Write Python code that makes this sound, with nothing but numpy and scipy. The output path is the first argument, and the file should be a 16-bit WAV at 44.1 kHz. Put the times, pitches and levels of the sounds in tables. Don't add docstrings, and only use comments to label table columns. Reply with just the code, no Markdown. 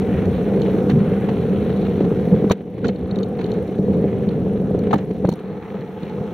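import sys
import numpy as np
from scipy import signal
from scipy.fft import rfft, irfft, next_fast_len
from scipy.io import wavfile
from scipy.ndimage import uniform_filter1d

SR = 44100
rng = np.random.default_rng(int(sys.argv[2]) if len(sys.argv) > 2 else 0)


def undo_db(level):
    steps = np.asarray(level, float) / 20
    return 10 ** steps


def wav_out(sig):
    wavfile.write(sys.argv[1], SR, np.round(np.clip(np.atleast_2d(sig).T, -1, 1) * 32767).astype(np.int16))


N = 279263
SETTLED_S = 5.38

# (frequency [Hz], width [Hz], level [dB])
FRAME_MODES = [(85.4, 57, -14.5), (147.6, 95.7, -8), (196.5, 23.1, 0), (246.7, 29, -13.5)]
# (frequency [Hz], width [Hz], level [dB])
BAR_MODES = [(314.3, 33.8, -2), (380.5, 16.6, 0.5), (434.8, 50.4, 1), (504.2, 61.2, -1.5), (583, 111, -12)]
# (frequency [Hz], width [Hz], level [dB])
CLAMP_MODES = [(752, 59, 7.5), (900, 48, -1.5), (1050, 100, -6), (1366, 290, -31), (1740, 67, -4.5)]
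# (frequency [Hz], width [Hz], level [dB])
CASE_MODES = [(5360, 1800, 7), (6340, 620, 10), (7100, 220, 2)]
# (time [s], level re ordinary asphalt [dB])
SURFACE_GRAIN = [(0, 3.5), (.76, 2), (1.9, 1), (2.5, 0.5), (2.56, 1.5), (2.66, -5.5), (3.0, -4.5),
                 (3.5, 0.5), (3.8, -4), (4.05, -2.5), (4.6, -4.5), (4.9, -2.5), (5.16, -6.5), (5.6, -4),
                 (5.95, -4), (6.1, -0.5), (6.33, -2.5)]
# (time [s], half length [s], tread roar [dB], heave [dB])
SURFACE_PATCHES = [(.32, .07, 0, 5), (.5, .05, 0.5, -3.5), (.95, 0.087, 0.5, -6), (1.07, .09, 2, 5),
                   (1.27, 0.044, 1.3, -5.5), (1.65, 0.11, 2, 0.7), (2.3, 0.11, -0.5, -4),
                   (2.5, .05, 0, 4.5), (3.0, 0.08, -0.3, 6), (3.3, 0.05, -3, 2.5), (3.58, 0.065, .3, -3.5),
                   (4.27, 0.045, 0, -5.5), (4.65, .08, -1, -0.5), (5.02, 0.044, 5.5, 3),
                   (5.25, 0.056, 1.5, 5.5), (5.6, .06, .3, -5), (6.04, .05, 0.5, -8)]


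def rms_one(x):
    return x / np.sqrt(np.mean(x ** 2) + 1e-20)


def in_time(rows):
    s, *columns = np.transpose(rows)
    return [np.interp(np.arange(N) / SR, s, c) for c in columns]


def at_hz(points, hz):
    table_hz, values = np.array(points)[:, 0], np.array(points)[:, 1]
    return np.interp(np.log(hz), np.log(table_hz), values)


def swells_db(rows):
    s, half, first_db, second_db = np.transpose(rows)
    coarse = np.arange(0, N + 20, 20)
    bell = np.exp(-((coarse[:, None] / SR - s) / half) ** 2)
    return [np.interp(np.arange(N), coarse, bell @ db) for db in (first_db, second_db)]


def drift(rate):
    r = np.exp(-40 * np.pi * rate / SR)
    slow = signal.lfilter([1], [1, -2 * r, r * r], rng.standard_normal(N // 20 + 2002))[2000:]
    return np.interp(np.arange(N) / 20, np.arange(len(slow)), rms_one(slow))


def low_pass(x, hz, order):
    return signal.sosfilt(signal.butter(order, hz, fs=SR, output="sos"), x)


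def resonate(x, hz, width_hz):
    r = np.exp(-np.pi * width_hz / SR)
    zeros = np.array([1, 0, -1]) * (1 - r * r) / 2
    poles = [1, -2 * r * np.cos(2 * np.pi * hz / SR), r * r]
    return signal.lfilter(zeros, poles, x + 1e-18)


def body(x, modes):
    return sum((-1) ** k * undo_db(db) * resonate(x, hz, width) for k, (hz, width, db) in enumerate(modes))


def stereo(mid, side, hz):
    # (frequency [Hz], left-right likeness [0..1])
    likeness = [(30, 0.93), (120, 0.98), (300, 1), (500, 1), (1200, 0.93), (4000, 0.76), (12000, 0.57)]
    alike = np.clip(at_hz(likeness, hz), 0, 1)
    opposite = np.array([[1], [-1]])
    return np.sqrt((1 + alike) / 2) * mid + np.sqrt((1 - alike) / 2) * side * opposite


def grit(per_s, spread_db, smooth):
    struck = rng.random(N) < per_s / SR
    sizes = undo_db(spread_db * np.minimum(rng.exponential(1, N), 5)) * struck
    return rms_one(sizes * rng.standard_normal((2, N))) + smooth * rng.standard_normal((2, N))


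def banded(source, spectrum, shared_db, own_db, count):
    size = next_fast_len(N)
    hz = np.maximum(np.fft.rfftfreq(size, 1 / SR), 1)
    lowest, highest = spectrum[0][0], spectrum[-1][0]
    skirted = [(lowest * .7, -90)] + spectrum + [(highest * 1.1, -90)]
    coloured = rfft(source, size) * undo_db(at_hz(skirted, hz))
    centres, together = np.geomspace(lowest, highest, count), drift(70.0)
    out = 0
    for k, centre in enumerate(centres):
        share = np.interp(np.log(hz), np.log(centres), np.arange(count) == k)
        mid, side = irfft(coloured * share, size)[:, :N]
        out = out + undo_db(shared_db * together + own_db * drift(4.1)) * stereo(mid, side, centre)
    return rms_one(out)


def shaken(shake, modes, cut_hz, order, hold_s):
    lead_in = np.concatenate([shake[:, -4000:], shake], axis=1)
    rung = low_pass(body(lead_in, modes), cut_hz, order)[:, 4000:]
    hold = round(hold_s * SR)
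    level = uniform_filter1d(uniform_filter1d(rung[0] ** 2, hold), hold)
    return rms_one(rung / (level + .02 * level.mean()) ** .36)


def bursts(times, peaks_db, length_s):
    out, age = np.zeros((2, N + 2000)), np.arange(2000) / SR / length_s
    rattle = rng.standard_normal((len(times), 2, 2000)) * age * np.exp(1 - age)
    for s, db, contacts in zip(times, peaks_db, rattle):
        start = round(s * SR)
        out[:, start:start + 2000] += undo_db(db) * contacts
    return out[:, :N]


def recorder_gain_db():
    # (time [s], depth [dB])
    ducks = [
        (2.526, 9),
        (2.89, 0),
        (4.951, 4),
        (5.3, -2),
    ]
    attack_s, recover_db_per_s = 0.014, 14
    age = np.arange(N) / SR - np.array(ducks)[:, :1]
    depth_db = np.array(ducks)[:, 1:] - recover_db_per_s * age
    return -np.max(np.clip(age / attack_s, 0, 1) * np.maximum(depth_db, 0), axis=0)


def freewheel(count_so_far, click_db):
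    at = np.flatnonzero(np.diff(np.floor(count_so_far)) > 0)
    times = at / SR + rng.uniform(0, 0.0013, len(at))
    puffs = bursts(times, click_db[at] + rng.normal(2.5, 2.0, len(at)), 0.0031)
    bright = resonate(resonate(puffs, 9600, 3000.0), 10800, 3500.0)
    return stereo(*(bright + .3 * resonate(puffs, 5600, 700.0)), 10000) * undo_db([[.8], [-.8]])


def pawls():
    # (time [s], pawl clicks so far [count])
    wheel = [
        (0, .4),
        (1.128, 30),
        (2.408, 62),
        (3.028, 77),
        (3.537, 89),
        (4.181, 104),
        (5.396, 132),
        (5.42, 132.5),
        (6.34, 132.6),
    ]
    own_db, passer_db = -54.5, -55
    passer_per_s, nearest_s, span_s, gone_s = 45, 1.1, 1, 2.5
    t = np.arange(N) / SR
    passing_db = passer_db - 10 * np.log10(1 + ((t - nearest_s) / span_s) ** 4)
    own = freewheel(in_time(wheel)[0], np.full(N, own_db))
    return own + freewheel(passer_per_s * np.minimum(t, gone_s), passing_db)


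def tyres():
    # (frequency [Hz], density [dB per Hz])
    roar_spectrum = [(560, -24), (950, 0), (997, 0), (1440, -1.5), (1580, -3), (2270, -5.5), (3270, -11),
                     (3770, -12.5), (4270, -15), (4670, -29), (4900, -42), (6370, -61.5), (10800, -120)]
    # (frequency [Hz], density [dB per Hz])
    hiss_spectrum = [(4700, -16), (5100, -8.5), (5950, -3), (6700, -8.5), (7500, -13), (10100, -12),
                     (12500, -11.5), (14400, -11), (16400, -9.5)]
    # (time
    # [s], level [dB])
    air_rush = [(0, -65.5), (.9, -64), (1.04, -66.5), (2.49, -66.5), (2.55, -77.5), (2.75, -77), (3.4, -70),
                (4.09, -69), (4.9, -71.5), (5.0, -71), (5.3, -73.5), (5.45, -75), (5.68, -72.5),
                (6.33, -69)]
    roar_db, hiss_db = -43, 6.5
    roar = banded(grit(2500, spread_db=2.0, smooth=1.0), roar_spectrum, 1.63, 1.9, count=8)
    hiss = banded(rng.standard_normal((2, N)), hiss_spectrum, 0.94, 0.77, count=6)
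    roar_level = undo_db(roar_db + in_time(SURFACE_GRAIN)[0] + swells_db(SURFACE_PATCHES)[0])
    hiss_level = undo_db(hiss_db + in_time(air_rush)[0] - recorder_gain_db())
    return 1.064 * roar_level * roar + hiss_level * hiss


def ticks(rows):
    # (frequency [Hz], width [Hz], level [dB])
    tick_modes = [(2330, 170, -15), (3040, 110, -6.5), (3746, 130, -2.5), (4285, 170, -1)]
    # (frequency [Hz], width [Hz], level [dB])
    upper_ring = [(6720, 1100, -1)]
    tick_s, upper_s, air_s = 0.001207, 0.00057, 0.0012
    snap_db = 18.5
    s, peak_db, upper_db, air_db = np.transpose(rows)
    contacts = bursts(s, peak_db + 16.5, tick_s)
    touch = np.round((s + tick_s) * SR).astype(int)
    contacts[:, touch] += undo_db(peak_db + 11.5 + snap_db) * np.array([[1], [.6]])
    low = body(contacts, tick_modes) + undo_db(-27.0) * resonate(contacts, 3300, 2500.0)
    low = low_pass(low, 4600, order=8)
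    upper = body(body(bursts(s, peak_db + upper_db + 11.5, upper_s), CASE_MODES), upper_ring)
    high_pass = signal.butter(4, 8600, "high", fs=SR, output="sos")
    air = signal.sosfilt(high_pass, bursts(s, peak_db + air_db + 6.0, air_s))
    return stereo(*(low + upper + air), 11000)


def cable_and_chain():
    # (time [s], peak [dB], upper modes [dB], top air [dB])
    slaps = [(0.2548, -39.5, -7, -32), (0.593, -46, -22, -24), (0.617, -29, -14.5, -33.5),
             (0.899, -31.5, -10, -23.5), (1.3905, -47.5, -18, -27), (1.8175, -48, -23, -17.5),
             (2.4976, -27.5, -15.5, -16.5), (2.8416, -38, -20, -29.5), (2.8457, -40, -13.5, -32),
             (2.8674, -35, -5, -25.5), (2.881, -28.5, -10, -30), (2.884, -34, -4.5, -19.5),
             (2.9586, -42, -14, -28), (3.009, -49.5, -13, -30.5), (3.0813, -52.5, -6, -21),
             (3.1105, -33, -17, -35.5), (3.1574, -32.5, -16, -28.5), (3.1865, -35, -11, -27.5),
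             (3.2300, -32, -14, -29.5), (3.2332, -36, -11, -28), (3.208, -47, -16, -22.5),
             (3.2585, -50, -18, -25), (3.352, -49, -16, -23.5), (3.387, -47, -19, -20),
             (3.395, -48, -14, -26.5), (3.406, -46, -13, -24), (3.413, -45, -15, -23.5),
             (3.4407, -31.5, -17, -27), (3.4625, -36.5, -14.5, -26.5), (3.5163, -32, -11.5, -24.5),
             (3.538, -42.5, -10, -23), (3.6764, -45, -8, -19.5), (3.785, -42, -21, -28.5),
             (3.94, -47.5, -6, -23), (4.2879, -34, -15, -27.5), (4.9080, -38.5, -20, -21.5),
             (4.929, -31.5, -10, -25), (5.1088, -44, -10, -20), (5.8083, -45, -15, -22),
             (5.875, -49.5, -19, -22), (6.0295, -37, -19, -33.5), (6.095, -44.5, -8, -22)]
    # (time [s], peak [dB], upper modes [dB], top air [dB])
    strikes = [(0.488, -51.5, -8, -15.5), (1.769, -43, -9, -17.5), (2.253, -51.5, -9, -8.5),
               (2.507, -33, -22, -20.5), (2.5148, -27.5, 0, -15), (2.5185, -28.5, -11, -14.5),
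               (2.5189, -26.5, -1, -12), (2.52, -34, -4, -12), (2.5218, -36.5, -12, -11.5),
               (4.7899, -40, -6.5, -13.5), (4.9313, -36, -5, -22.5), (4.9402, -37.5, -1, -4),
               (4.9563, -41.5, -13, -19.5), (4.982, -47.5, 1, -22), (5.251, -43.5, -16, -12.5),
               (5.2712, -43, -18, -22.5), (5.2884, -46, -1, -6), (5.2903, -31, -5, -12),
               (5.3, -41, -5, -11.5), (5.315, -38, -19, -23.5), (5.319, -39, -15, -23),
               (5.3254, -40, -6, -9.5), (5.337, -42.5, 0, -12.5), (5.394, -51.5, -5, -11)]
    sheath_db = -3.5
    muffled = [(s, db, upper_db, air_db + sheath_db) for s, db, upper_db, air_db in slaps]
    return ticks(muffled + strikes)


def knocks():
    # (time [s], peak [dB], ring [Hz], sharpness [dB])
    blows = [(0.65, -23, 789, -12.5), (0.895, -17, 740, -6), (0.899, -27, 910, -0.5), (0.91, -28, 800, 1.5),
             (1.287, -19.5, 890, -6), (2.004, -27, 767, -5), (2.046, -23.5, 626, -11.5),
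             (2.124, -20.5, 800, -29.5), (2.254, -44, 770, -14), (2.498, -17, 1115, -20.5),
             (2.5075, -9.5, 945, -8), (2.5087, -15, 1216, -3), (2.5148, -19.5, 970, 0.5),
             (2.605, -39.5, 640, -10), (2.651, -47, 640, -25), (2.778, -34, 762, -5.5),
             (2.843, -22.5, 1396, -4.5), (2.845, -22, 1410, -4.5), (2.852, -23, 760, -5),
             (2.888, -19.5, 740, -6), (3.105, -31, 624, -11), (3.352, -37, 900, -11), (3.39, -19, 724, -13),
             (3.41, -28.5, 900, -2), (3.684, -33, 620, -21), (3.966, -34.5, 640, -13.5),
             (4.124, -30, 630, -18.5), (4.348, -33.5, 626, -19), (4.393, -35, 620, -21),
             (4.747, -23, 640, -25), (4.812, -37, 625, -15), (4.867, -30.5, 650, -3.5),
             (4.9082, -14.5, 750, -11), (4.915, -33.5, 764, -8.5), (4.9287, -12, 1223, -13.5),
             (4.9308, -1.5, 752, -21.5), (4.9357, -4, 820, -27), (4.9365, -13.5, 1164, -9.5),
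             (4.9385, -12, 596, -24.5), (4.955, -15.5, 766, -14.5), (4.984, -29.5, 770, -1),
             (5.106, -39, 818, 2), (5.176, -43, 620, -7), (5.404, -48, 620, -18), (5.2465, -23, 750, -13),
             (5.251, -31, 1490, -5), (5.285, -23.5, 930, -9.5), (5.322, -27, 930, -9),
             (6.216, -27.5, 744, -55)]
    s, peak_db, ring_hz, sharp_db = np.transpose(blows)
    rung = low_pass(body(bursts(s, peak_db + 10.0, 0.0017), CLAMP_MODES), 960, order=2)
    impulse = np.arange(1500) == 0
    for (when, db, hz, crack_db), side in zip(blows, rng.choice([-1, 1], len(blows))):
        i = round(when * SR)
        ring = resonate(resonate(impulse, hz, 81.0), hz, 460.0)
        crack = resonate(resonate(impulse, 2.3 * hz, 250.0), 2600, 2600.0)
        tap = low_pass(ring * undo_db(db + 38.5) + crack * undo_db(db + crack_db + 22.5), 2200, order=4)
        rung[:, i:i + 1500] += tap[:N - i] * np.array([[1], [1.2 * side]])
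    edge = resonate(bursts(s, peak_db + sharp_db + 4.5, 0.0028), 1400, 1000.0)
    edge = low_pass(edge, 3900, order=4)
    loose = bursts(s, peak_db + sharp_db - 1.5, 0.0045) * undo_db(2.2 * drift(300.0))
    rattle = low_pass(resonate(loose, 1100, 2200.0), 4300, order=8) + undo_db(-23.5) * body(loose, CASE_MODES)
    return stereo(*(rung + edge + rattle), 9000)


def landings():
    # (time [s], peak [dB], direction [+1 or -1], pitch [Hz])
    rim_blows = [(2.0061, -11.5, 1, 326), (2.4437, -6, 1, 327), (2.5092, -6.5, -1, 520),
                 (2.5108, -1.5, -1, 400), (2.5143, -11, 1, 341), (2.5172, -9.5, 1, 145.4),
                 (2.8439, -8, 1, 200), (4.9420, -4, 1, 278), (4.9446, -16, -1, 199), (4.961, -8.5, 1, 198),
                 (5.1075, -23, -1, 397), (5.2452, -11, -1, 266), (5.2497, -5.5, 1, 400),
                 (5.2512, -6, -1, 151), (5.288, -5.5, 1, 193), (5.2903, -5, -1, 388)]
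    push_cycles, damping = 0.39, .7
    out = np.zeros(N)
    for s, peak_db, direction, hz in rim_blows:
        push, start = np.zeros(1500), round(s * SR)
        length = round(push_cycles / hz * SR)
        push[:length] = np.sign(direction) * undo_db(peak_db) * np.hanning(length)
        thud = undo_db(8.5) * resonate(push, hz, damping * hz)
        out[start:start + 1500] += thud + undo_db(-5.0) * resonate(push, 1500, 2000.0)
    return out


def thumps():
    # (time [s], peak [dB], bar share [dB])
    seams = [(0.144, -10, 0.5), (0.278, -0.5, -6.5), (0.578, -3, -7.5), (0.864, -7, -1),
             (0.895, -16.5, 10.5), (1.074, -4, -11), (1.114, -0.5, -7.5), (1.283, -24, -11),
             (1.696, -6.5, -3.5), (2.004, -5, 2.5), (2.043, -19.5, 1.5), (2.112, -12, 9),
             (2.227, -24.5, -16), (2.337, -1, -11.5), (2.437, -3, -1), (2.502, -24, 4), (2.51, -18, 4),
             (2.603, -24, 7.5), (2.649, -31, 3), (2.776, -21, -1), (2.842, -6.5, -15), (2.888, -7, -13.5),
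             (3.103, -23, -3.5), (3.116, -3, -16), (3.392, -16, 5), (3.442, -21, 11.5), (3.579, -14, 2.5),
             (3.685, -14, 3), (3.785, 1, -8), (3.967, -11.5, -0.5), (4.037, -9, 5.5), (4.12, -25, -4.5),
             (4.268, 0, -13), (4.346, -21, 1), (4.39, -13, 3), (4.744, -6, 2.5), (4.812, -25, -9),
             (4.866, -12, 5), (4.937, -21, -2), (5.106, -8, -0.5), (5.173, -34, -8), (5.242, -0.5, -1),
             (5.276, -16, 5.5), (5.322, -23, 4), (5.33, -12.5, -1.5), (5.402, -22, 0), (5.789, -27.5, 9),
             (6.02, -19, -6), (6.2, -3, -22.5)]
    jolt_db = -29.5
    kerb_s, kerb_jolt_db = 2.507, 0.5
    s, peak_db, bar_db = np.transpose(seams)
    at, push = np.round((s + 0.003474) * SR).astype(int), np.hanning(round(0.0026 * SR))
    sign = rng.choice([-1, 1], len(at))
    frame, bar, jolt = np.zeros(N), np.zeros(N), np.zeros(N)
    frame[at] = sign * undo_db(peak_db + 9.0)
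    bar[at] = sign * undo_db(peak_db + bar_db + 0.5)
    jolt[at] = sign * undo_db(peak_db + jolt_db + 9.5) * (s < SETTLED_S)
    jolt[round(kerb_s * SR)] += undo_db(kerb_jolt_db + 3.0)
    frame, bar, jolt = (np.convolve(v, push)[:N] for v in (frame, bar, jolt))
    direct = undo_db(7.0) * resonate(bar, 460, 180.0)
    direct = direct + undo_db(-2.5) * (resonate(bar, 1600, 1200.0) + resonate(bar, 568, 220.0))
    ringing = body(frame, FRAME_MODES) + undo_db(1.5) * body(bar, BAR_MODES)
    return (direct + ringing + resonate(jolt, 82, 93.0)) * np.ones((2, 1))


def heave():
    # (frequency [Hz], density [dB per Hz])
    sway = [(12, -57), (20, -37), (45, -15.5), (75, 1.5), (120, -5), (160, -38.5), (260, -120)]
    # (time [s], level [dB])
    pitching = [(0.0, -38), (0.26, -23), (0.46, -34), (0.6, -46.5), (1.66, -27), (2.38, -39), (2.55, -46.5),
                (2.8, -50), (3.01, -31.5), (3.15, -41.5), (3.79, -43.5), (3.93, -37.5), (4.41, -32.5),
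                (4.72, -28.5), (5.18, -40.5), (5.29, -52.5), (6.12, -61.5), (6.33, -53)]
    heave_db = -1.5
    swaying = banded(rng.standard_normal((2, N)), sway, 1.9, 1.3, count=3)
    return undo_db(heave_db + in_time(pitching)[0] + swells_db(SURFACE_PATCHES)[1]) * swaying


def clamp_buzz(shake):
    # (frequency [Hz], width [Hz], level [dB])
    loose_modes = [(730, 73, 10.5), (857, 59, -4.5), (1310, 270, -5)]
    # (frequency [Hz], width [Hz], level [dB])
    settled_modes = [(848, 100, 3), (1312, 120, -3.5)]
    loose_db, loose_loss_db, settled_db = -39, -4, -41
    settle_s, follows_grain = 0.087, 0.58
    settled = np.clip((np.arange(N) / SR - SETTLED_S) / settle_s + .5, 0, 1)
    loose = shaken(body(shake, CLAMP_MODES), loose_modes, 1800, order=2, hold_s=0.37)
    higher = shaken(body(shake, settled_modes), settled_modes, 2900, order=2, hold_s=0.15)
    buzz = undo_db(loose_db + loose_loss_db * settled) * stereo(*loose, 800)
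    buzz = buzz + undo_db(settled_db) * settled * stereo(*higher, 900)
    return undo_db(follows_grain * in_time(SURFACE_GRAIN)[0]) * buzz


def drone(shake):
    # (time [s], level re ordinary asphalt [dB])
    road = [(0, 3), (.5, 0.5), (1.0, 1.5), (1.4, 2.5), (1.9, 2.5), (2.5, 3), (2.62, -3), (2.8, -1.5),
            (3.05, -2), (3.3, -3), (3.66, -10), (3.9, 6), (4.15, 1), (4.9, 2), (5.2, -4.5), (5.4, -14),
            (5.95, -11), (6.33, -8)]
    # (time [s], half length [s], frame swell [dB], bar swell [dB])
    ridges = [(0.134, 0.014, 2.5, 0), (0.606, 0.16, 3, 5.5), (0.79, 0.059, 1, 4), (0.964, 0.072, 10, 2),
              (1.286, 0.027, 4, 1), (1.528, 0.015, 4, 5), (2.05, 0.014, 5, 6.5), (2.335, 0.014, 12.5, 7.5),
              (2.866, 0.04, 12, 11.5), (3.196, 0.036, 3.5, 5), (3.566, 0.13, 8.5, 9), (4.952, 0.02, 5, 4.5),
              (5.24, 0.018, 8.5, 7), (5.252, 0.011, -5.5, 3.5), (5.291, 0.012, 13, 9),
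              (5.324, 0.017, 13, -10.5), (5.507, 0.088, 7.5, 6.5), (5.775, 0.069, 6, 6.5),
              (6.033, 0.0061, 6.5, 9.5), (6.19, 0.084, 5, 5.5)]
    # (frequency [Hz], width [Hz], level [dB])
    rocking_modes = [(128, 34, 1.5), (622, 77, -8), (1080, 130, -20.5)]
    frame_db, bar_db, bar_follows_road = -20.5, -23.5, 0.85
    road_db, = in_time(road)
    frame_swell_db, bar_swell_db = swells_db(ridges)
    frame = stereo(*shaken(shake, FRAME_MODES, 440, order=2, hold_s=0.034), 190)
    bar = stereo(*shaken(shake, BAR_MODES, 829, order=4, hold_s=0.065), 450)
    rocking = shaken(shake[::-1], rocking_modes, 1400, order=2, hold_s=.06)[0] * np.array([[1], [-1]])
    frame_level = undo_db(frame_db + road_db + frame_swell_db)
    bar_level = undo_db(bar_db + bar_follows_road * road_db + bar_swell_db)
    return frame_level * frame + bar_level * (bar + undo_db(-15.0) * rocking)


def rolling():
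    shake = grit(700, spread_db=2.5, smooth=1.0) * undo_db(0.18 * drift(30.0))
    return 1.056 * (drone(shake) + clamp_buzz(shake)) + heave()


def scene():
    notch_hz, notch_width_hz, notch_depth = 5050, 390, 0.48
    steady = undo_db(recorder_gain_db()) * (pawls() + tyres() + rolling())
    blows = cable_and_chain() + knocks() + landings() + thumps()
    return steady + blows - notch_depth * resonate(blows, notch_hz, notch_width_hz)


def roll_off(x):
    return signal.sosfilt(signal.butter(12, 15750, fs=SR, output="sos"), x)


def record(dry):
    # (frequency [Hz], lead of the left port [rad])
    port_lead = [(0, 0), (690, 0.059), (1720, -0.11), (2760, -0.67), (3190, 0.61), (4050, 0.9),
                 (4480, -0.2), (5680, 0.028), (6290, -1.1), (8180, -0.0), (15300, -0.0)]
    size = next_fast_len(N)
    lead = at_hz(port_lead, np.maximum(np.fft.rfftfreq(size, 1 / SR), 1))
    turn = np.exp(1j * lead / 2 * np.array([[1], [-1]]))
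    ports = irfft(rfft(dry, size) * turn, size)[:, :N]
    rounded = 1.151 * np.tanh(ports / 1.455)
    top_cut = signal.cheby2(20, 50, 15800 * 1.025, fs=SR, output="sos")
    return roll_off(signal.sosfilt(top_cut, rounded))


dry = scene()
out = record(dry)
wav_out(out)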